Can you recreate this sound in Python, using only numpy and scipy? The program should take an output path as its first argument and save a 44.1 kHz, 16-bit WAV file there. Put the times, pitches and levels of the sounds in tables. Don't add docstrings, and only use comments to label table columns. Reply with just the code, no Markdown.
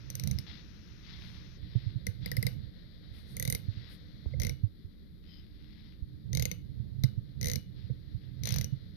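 import sys
import numpy as np
from scipy import signal
from scipy.fft import rfft, irfft, next_fast_len
from scipy.io import wavfile

SR = 44100
rng = np.random.default_rng(int(sys.argv[2]) if len(sys.argv) > 2 else 0)


def to_wav(s):
    ch = np.atleast_2d(s).T
    pcm = np.round(np.clip(ch, -1, 1) * 32767)
    wavfile.write(sys.argv[1], SR, pcm.astype(np.int16))


N = 395350
TIME = np.arange(N) / SR
CLICK_TIME = np.arange(4096) / SR

# time in seconds, rumble in dB.
HAND_UNREST = [(0, -48.5), (.33, -27.5), (.5, -48), (.8, -61), (1.32, -44), (1.5, -51), (2.3, -38.5),
               (2.62, -37.5), (2.8, -52), (3.25, -52), (3.58, -39), (3.9, -52), (4.55, -40.5), (4.9, -68),
               (6.2, -46.5), (7.02, -36), (7.66, -46), (8.96, -42.5)]
# start in seconds, end in seconds, first gap and last gap as multiples
# of the middle gap, snap in relative dB, snap pitch in Hz, bright tick in dB, seating ring in relative dB,
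# growth over the swing in dB, shake of the housing in dB.
SWINGS = [(0.1015, 0.312, 1.3, 0.96, -38, 5990, -39, -56, 0, -59),
          (2.2595, 2.427, 1.08, 1.15, -37.5, 4900, -35, -33.5, -1, -33),
          (3.3673, 3.5492, 1.22, 1, -37.5, 6170, -32.5, -39, 3, -36),
          (4.3992, 4.494, 1.22, 1.7, -37, 5830, -41, -40.5, -1, -26.5),
          (6.3305, 6.4541, 0.8, 1.24, -33.5, 6170, -38, -39.5, 3, -27.5),
          (7.4124, 7.557, 1.23, 1.67, -35.5, 6050, -36.5, -40.5, 1.5, -30.5),
          (8.4349, 8.6434, 1.15, 1.83, -35.5, 5960, -39.5, -52, 0.5, -31)]


def from_db(db):
    return 10 ** (np.asarray(db) / 20)


def rms_one(x):
    return x / np.sqrt(np.mean(x ** 2) + 1e-20)


def in_time(rows):
    s, *columns = np.transpose(rows)
    return [np.interp(TIME, s, column) for column in columns]


def add(track, sound, s):
    i = int(np.clip(round(s * SR), 0, N - 1))
    track[..., i:i + sound.shape[-1]] += sound[..., :N - i]


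def coloured(x, spectrum):
    size = next_fast_len(x.shape[-1])
    hz, db = np.transpose(spectrum)
    bins_hz = np.maximum(np.fft.rfftfreq(size, 1 / SR), 1)
    gain = from_db(np.interp(np.log(bins_hz), np.log(hz), db))
    ends = np.minimum(1, bins_hz / hz[0]) ** 2 * np.minimum(1, hz[-1] / bins_hz) ** 4
    return irfft(rfft(x, size) * gain * ends, size)[..., :x.shape[-1]]


def noise(spectrum):
    return rms_one(coloured(rng.standard_normal(N), spectrum))


def drift(per_s):
    knots = rng.standard_normal(4000)
    return rms_one(np.interp(TIME * per_s, np.arange(len(knots)), knots))


def resonate(x, hz, width_hz):
    r = np.exp(-np.pi * width_hz / SR)
    zeros = np.array([1, 0, -1]) * (1 - r * r) / 2
    poles = [1, -2 * r * np.cos(2 * np.pi * hz / SR), r * r]
    return signal.lfilter(zeros, poles, x)


def swell(t, hz, rise_s, decay_s):
    envelope = np.where(t < 0, np.exp(-(t / rise_s) ** 2), np.exp(1 - np.hypot(1, t / decay_s)))
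    return envelope * np.sin(2 * np.pi * (hz * t + rng.random()))


def background(hiss_db=2.5, edge_db=4.0, room_left_db=-54.5, room_right_db=-50.0):
    # time in seconds, hiss level in relative dB, level of its upper edge in relative dB.
    hiss_levels = [(0, -63.5, -64), (1.56, -63.5, -64.5), (1.64, -62.5, -108), (2.5, -64.5, -62.5),
                   (2.7, -63.5, -106), (3.3, -60, -73), (4.3, -63, -79), (4.7, -69.5, -96),
                   (6.9, -69.5, -87.5), (8.96, -64.5, -85)]
    # frequency in Hz, density in relative dB per Hz.
    hiss_colour = [(500, 5), (900, -14.5), (1400, -6.5), (2000, 0.5), (2700, -13), (3500, 2), (4100, 4),
                   (4900, -3.5), (5600, -14.5), (6500, -29.5)]
    edge_colour = [(800, -4.5), (1400, 4.5), (2700, 4.5), (4000, -4), (5400, 7), (6200, 0.5), (6800, -10),
                   (7500, -32.5)]
    room_left_colour = [(25, 11), (60, -0.5), (120, 6), (185, -5), (300, -4.5), (500, -21), (900, -50.5),
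                        (2000, -54.5), (5000, -73.5), (8000, -60), (12000, -35), (14300, -38),
                        (16000, -66.5)]
    room_right_colour = [(25, -3.5), (70, 8), (130, -11), (200, -15), (350, -27.5), (600, -42),
                         (1200, -39.5), (4000, -50.5), (8000, -52.5), (12000, -44), (14300, -47.5),
                         (16000, -71)]
    level, edge = in_time(hiss_levels)
    hiss = from_db(level + hiss_db + drift(per_s=25)) * noise(hiss_colour)
    hiss += from_db(edge + edge_db) * noise(edge_colour)
    room_left = from_db(room_left_db) * noise(room_left_colour)
    room_right = from_db(room_right_db) * noise(room_right_colour)
    return hiss * from_db([[0], [-29]]) + np.array([room_left, room_right])


def hum(right_db=-16.0):
    # frequency in Hz, width in Hz, level in dB.
    room_modes = [(174.8, 12.6, -56), (214, 14, -60), (295.2, 8.4, -63.5), (369, 17, -73)]
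    tones = sum(from_db(db) * rms_one(resonate(rng.standard_normal(N), hz, width_hz))
                for hz, width_hz, db in room_modes)
    return coloured(tones, [(100, 0), (450, 0)]) * from_db([[0], [right_db]])


def effort():
    lead_s, release_s = 0.083, 0.07
    power = from_db(in_time(HAND_UNREST)[0]) ** 2
    for start, end, *_, shake_db in SWINGS:
        swinging = np.interp(TIME, [start - lead_s, start, end, end + release_s], [0, 1, 1, 0])
        power = power + (from_db(shake_db) * swinging) ** 2
    return 10 * np.log10(power)


def chance_nudges(per_s=3.0, above_unrest_db=6, hz_range=(64, 125)):
    at = np.flatnonzero(rng.random(N) < per_s / SR)
    pitches_hz = rng.uniform(*hz_range, size=100)
    return [(TIME[i], np.interp(TIME[i], *np.transpose(HAND_UNREST)) + above_unrest_db, hz)
            for i, hz in zip(at, pitches_hz)]


def handling(left_db=-25.5, frame_db=-23.5, leak_db=-27.0, housing_hz=130):
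    # time in seconds, peak in dB, pitch in Hz.
    bumps = [(0.352, -21.5, 99), (1.631, -28, 67.6), (1.759, -14.5, 118), (1.868, -21.5, 105),
             (1.961, -21, 120), (2.088, -22.5, 99.4), (2.384, -15, 117), (2.453, -18, 121),
             (3.484, -21.5, 127), (3.686, -20, 100), (3.775, -27.5, 109), (4.266, -21.5, 70),
             (4.639, -14, 104), (4.851, -32.5, 85), (6.026, -24, 66.4), (6.803, -23, 117),
             (7.043, -11, 128.7), (7.179, -21, 116), (7.906, -20, 124), (8.149, -22, 111),
             (8.728, -21, 132)]
    # frequency in Hz, density in relative dB per Hz.
    rumble_colour = [(25, -33), (50, -3.5), (90, -1.5), (130, -4.5), (160, -12.5), (195, -9), (260, -28.5),
                     (400, -31), (700, -43.5), (1400, -71)]
    surge_db, surges_per_s = 2.0, 14
    level = effort() + surge_db * drift(surges_per_s)
    rumble = noise(rumble_colour)
    rumble = rms_one(rumble + 1.83 * resonate(rumble, housing_hz, width_hz=33))
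    shake = from_db(level) * rumble
    frame = from_db(level + frame_db) * noise(rumble_colour)
    t = np.arange(-SR // 50, SR // 8) / SR
    for s, db, hz in bumps + chance_nudges():
        add(shake, from_db(db) * swell(t, hz, rise_s=0.0031, decay_s=0.011), s + t[0])
    rocking = from_db(left_db) * coloured(shake, [(30, -44), (120, -25.5), (250, -3), (1500, 10.0)])
    left = frame - rocking - from_db(leak_db) * shake
    return np.array([left, shake])


def teeth():
    teeth_per_swing = [6, 4, 8, 6, 6, 10, 11]
    # time in seconds, snap in relative dB,
    # snap pitch in Hz, bright tick in dB, seating ring in relative dB.
    lone_teeth = [(0.3866, -37, 5300, -46, -69), (2.0672, -37.5, 5880, -37, -31.5),
                  (2.4666, -34, 4800, -32, -32), (6.5141, -34.5, 6050, -40.5, -40.5),
                  (7.0363, -34, 5300, -41, -41)]
    first_snap_db, first_tick_db = -2.5, -6
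    snap_spread_db, snap_spread_hz, tick_spread_db, seat_spread_db = 1.0, 110, 2.6, 1.5
    rows = []
    for count, swing in zip(teeth_per_swing, SWINGS):
        start, end, first_gap, last_gap, snap, hz, tick, seat, growth, _ = swing
        arc = np.polyfit([0, .5, 1], [first_gap, 1, last_gap], 2)
        gaps = np.polyval(arc, np.linspace(0, 1, count - 1))
        grown = growth * np.linspace(-.5, .5, count)
        first = np.arange(count) == 0
        chance = rng.standard_normal((count, 4)).T
        rows += zip(start + (end - start) * np.r_[0, np.cumsum(gaps)] / gaps.sum(),
                    snap + grown + first_snap_db * first + snap_spread_db * chance[0],
                    hz + snap_spread_hz * chance[1],
                    tick + grown + first_tick_db * first + tick_spread_db * chance[2],
                    seat + grown + first_snap_db * first + seat_spread_db * chance[3])
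    return rows + lone_teeth


def body_response(modes):
    size = len(CLICK_TIME)
    hz = np.fft.rfftfreq(size, 1 / SR)
    power = from_db(-69.5)
    for centre_hz, width_hz, left_db, right_db in modes:
        peak = from_db([[left_db], [right_db]]) ** 2
        power = power + peak / (1 + ((hz - centre_hz) / (0.57 * width_hz)) ** 2) ** 2
    cepstrum = irfft(np.log(power) / 2)
    cepstrum[:, 1:size // 2] *= 2
    cepstrum[:, size // 2 + 1:] = 0
    return np.exp(rfft(cepstrum))


def strike(modes, contact_s, chatter_db, echo_db, echo_s, lag_s=.00038):
    t = CLICK_TIME
    shared, own, echoes = rng.standard_normal((3, 2, len(t)))
    chatter = (shared[0] + 0.27 * own) * np.exp(-t / contact_s)
    echoes = echoes * np.clip((t - .003) / .004, 0, 1) * np.exp(-t / echo_s)
    spread = from_db(chatter_db) * rms_one(chatter) + from_db(echo_db) * rms_one(echoes)
    force = (t == 0) + spread / np.sqrt(len(t))
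    hz = np.fft.rfftfreq(len(t), 1 / SR)
    delay = np.exp(-2j * np.pi * hz * np.array([[lag_s], [0]]))
    return irfft(rfft(force) * body_response(modes) * delay)


def at_level(sound, db):
    return sound * from_db(db) / np.sqrt(np.mean(sound[:, :220] ** 2, axis=1).max())


def after_ring(db):
    # frequency in Hz, left in dB and right in dB against the given level, t60 in seconds.
    steel_modes = [(2352, -33, -43, .3), (2938, -32, -32, .35), (4537, -27, -36, .25),
                   (4790, -36, -32, .25), (9059, -42, -30, .22)]
    t = np.arange(SR // 3) / SR
    ring = 0
    for hz, left_db, right_db, t60_s in steel_modes:
        tone = from_db(-60 * t / t60_s) * np.sin(2 * np.pi * (hz * t + rng.random()))
        ring = ring + from_db(db + np.array([[left_db], [right_db]])) * tone
    return ring


def ratchet(snap_db=3.0, seat_db=5.0, seat_hz=2070, vice_db=-1.5, thud_db=6.0,
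            main_width_hz=620, main_db=6.0):
    # frequency in Hz, nominal width in Hz, left and right in relative dB.
    snap_modes = [(556, 337, -13, -11), (2104, 510, -2, -12.5), (3130, 70, -18, -24.5),
                  (3910, 380, 0, -16.5), (4370, 1340, -1, -18), (5100, 400, -4.5, -17.5),
                  (6230, 420, -6, -20), (11150, 2700, -11, -37.5), (14240, 1100, -6, -42)]
    # frequency in Hz, nominal width in Hz,
    # left and right in relative dB.
    tick_modes = [(8870, 660, -37, 2), (9870, 2000, -10.5, 5), (12180, 1070, 2.5, 9),
                  (12960, 630, 3.5, 2.5), (15240, 1100, -7.5, -20.5)]
    jolt_hz, jolt_spread_hz = 486, 23
    out = np.zeros((2, N))
    for s, snap, snap_hz, tick, seat in teeth():
        modes = snap_modes + [(snap_hz, main_width_hz, main_db, main_db - 20)]
        snap_sound = strike(modes, contact_s=.0014, chatter_db=3.5, echo_db=-7.5, echo_s=0.005)
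        tick_sound = strike(tick_modes, contact_s=0.002, chatter_db=11.0, echo_db=-6.5, echo_s=0.014)
        click = at_level(snap_sound, snap + snap_db) + at_level(tick_sound, tick)

        seat_time = CLICK_TIME - .0032 - 0.000464 * rng.normal()
        seating = swell(seat_time, seat_hz + 65 * rng.normal(), rise_s=0.00066, decay_s=0.0023)
        click += seating * from_db(seat + seat_db + np.array([[0], [-19]]))

        force_db = (snap + seat) / 2
        pitch_hz = jolt_hz + jolt_spread_hz * rng.normal()
        jolt = swell(CLICK_TIME - .003, pitch_hz, rise_s=0.00089, decay_s=0.0057)
        click += jolt * from_db(force_db + vice_db + np.array([[0], [3]])) * [[1], [-1]]
        thud = swell(CLICK_TIME - .005, 160 + 30 * rng.normal(), rise_s=0.0015, decay_s=0.0091)
        click[1] += thud * from_db(force_db + thud_db)
        add(out, click, s)
        add(out, after_ring(snap), s)
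    return out


def chips(per_s=350, level_db=-5, spread_db=4):
    # frequency in Hz, density in relative dB per Hz.
    chip_colour = [(700, -10), (1300, 0), (2100, 5.5), (3400, 5.5), (5200, -3.5), (6800, -21)]
    sizes = from_db(spread_db * np.minimum(rng.exponential(1, N), 4)) * rng.choice([-1, 1], N)
    breaks = sizes * (rng.random(N) < per_s / SR)
    return from_db(level_db) * rms_one(coloured(breaks, chip_colour))


def scraping(rough_db=1.0):
    # start in seconds, end in seconds, level in relative dB, share of the stroke spent rising.
    scrapes = [(0.465, 0.63, -58.5, 0.031), (1.022, 1.232, -60.5, 0.54), (1.207, 1.504, -63.5, 0.083),
               (1.606, 1.952, -65.5, 0.54), (2.207, 2.315, -60, 0.56), (3.13, 3.224, -68, 0.37),
               (3.69, 3.97, -64, 0.8), (5.218, 5.49, -70, 0.42), (5.48, 5.97, -70, 0.75),
               (7.757, 7.908, -70.5, 0.19), (8.124, 8.37, -77, 0.42), (8.445, 8.597, -53.5, 0.25)]
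    # frequency in Hz, density in relative dB per Hz.
    scrape_colour = [(700, -9), (1400, -15), (2000, 2), (2700, -12.5), (3500, 4), (4300, 2.5), (5300, -4.5),
                     (6200, -24), (8000, -54), (13500, -29)]
    level = np.zeros(N)
    for start, end, db, rising in scrapes:
        peak = start + (end - start) * rising
        level += from_db(db) * np.interp(TIME, [start, peak, end], [0, 1, 0]) ** .5
    roughness = from_db(rough_db * drift(per_s=350) + 0.45 * drift(per_s=35))
    return level * rms_one(noise(scrape_colour) * roughness) + level * chips()


def rubs():
    # middle in seconds, length in seconds, level in relative dB.
    rub_rows = [(1.277, 0.23, -85), (3.187, 0.1, -78), (3.318, 0.08, -73.5), (3.93, 0.071, -74)]
    level = sum(from_db(db) * np.exp(-(2 * (TIME - s) / length_s) ** 2) for s, length_s, db in rub_rows)
    return np.array([level * noise([(7500, 1.5), (9500, 11), (13500, 8.0)]) for side in range(2)])


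def squeal():
    start, end = (5.26, 5.42)
    # frequency in Hz, level in relative dB.
    partials = [(3100, -72), (5020, -69), (13400, -86)]
    binding = np.interp(TIME, [start, (start + end) / 2, end], [0, 1, 0]) ** .5
    out = np.zeros(N)
    for hz, db in partials:
        tone = resonate(resonate(rng.standard_normal(N), hz, width_hz=110), hz, width_hz=220)
        out += binding * from_db(db) * rms_one(tone)
    return out


def cutting():
    return (scraping() + squeal()) * from_db([[0], [-24]]) + rubs()


def knocks():
    # time in seconds, peak in dB, pitch in Hz, decay in seconds, wrench's ring in dB.
    knock_rows = [(1.753, -37, 323, 0.0015, -68), (4.260, -33, 245, 0.001, -61),
                  (4.34, -40.5, 520, 0.0047, -46.5), (7.474, -43.5, 482, 0.017, -68),
                  (7.900, -44, 470, 0.0039, -66)]
    out, t = np.zeros(N), np.arange(-SR // 20, SR // 5) / SR
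    for s, db, hz, decay_s, ring_db in knock_rows:
        dull = from_db(db) * swell(t, hz, decay_s / 2, decay_s)
        metal = from_db(ring_db) * swell(t, 2090, rise_s=0.0036, decay_s=0.0014)
        add(out, dull + metal, s + t[0])
    return out * from_db([[0], [-5]])


def workshop(dry, wet_db=-10.0, t60_s=0.26):
    # frequency in Hz, wall return in relative dB.
    echo_colour = [(200, -25.5), (900, 4), (1500, 7.5), (2080, -8), (2900, 4.5), (4000, -4), (6000, -11),
                   (8000, -11), (10000, -12.5), (14000, -7)]
    t = np.arange(SR // 2) / SR
    onset = np.clip((t - .006) / .01, 0, 1)
    tails = rng.standard_normal((2, len(t))) * onset * from_db(-60 * t / t60_s)
    response = from_db(wet_db) * coloured(rms_one(tails), echo_colour) / np.sqrt(len(t))
    return signal.fftconvolve(dry, response, axes=1)[:, :N]


def scene(cutting_db=9.0):
    tools = ratchet() + from_db(cutting_db) * cutting() + knocks()
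    return background() + hum() + handling() + tools + workshop(tools)


def record(dry, notch_hz=7900, notch_width_hz=1300, notch_depth=0.52, top_hz=14600, cutoff_hz=16400):
    sound = dry - notch_depth * resonate(dry, notch_hz, notch_width_hz)
    dull = signal.sosfilt(signal.butter(14, top_hz, fs=SR, output="sos"), sound)
    return signal.sosfilt(signal.ellip(10, .1, 80, cutoff_hz, fs=SR, output="sos"), dull)


dry = scene()
out = record(dry)
to_wav(out)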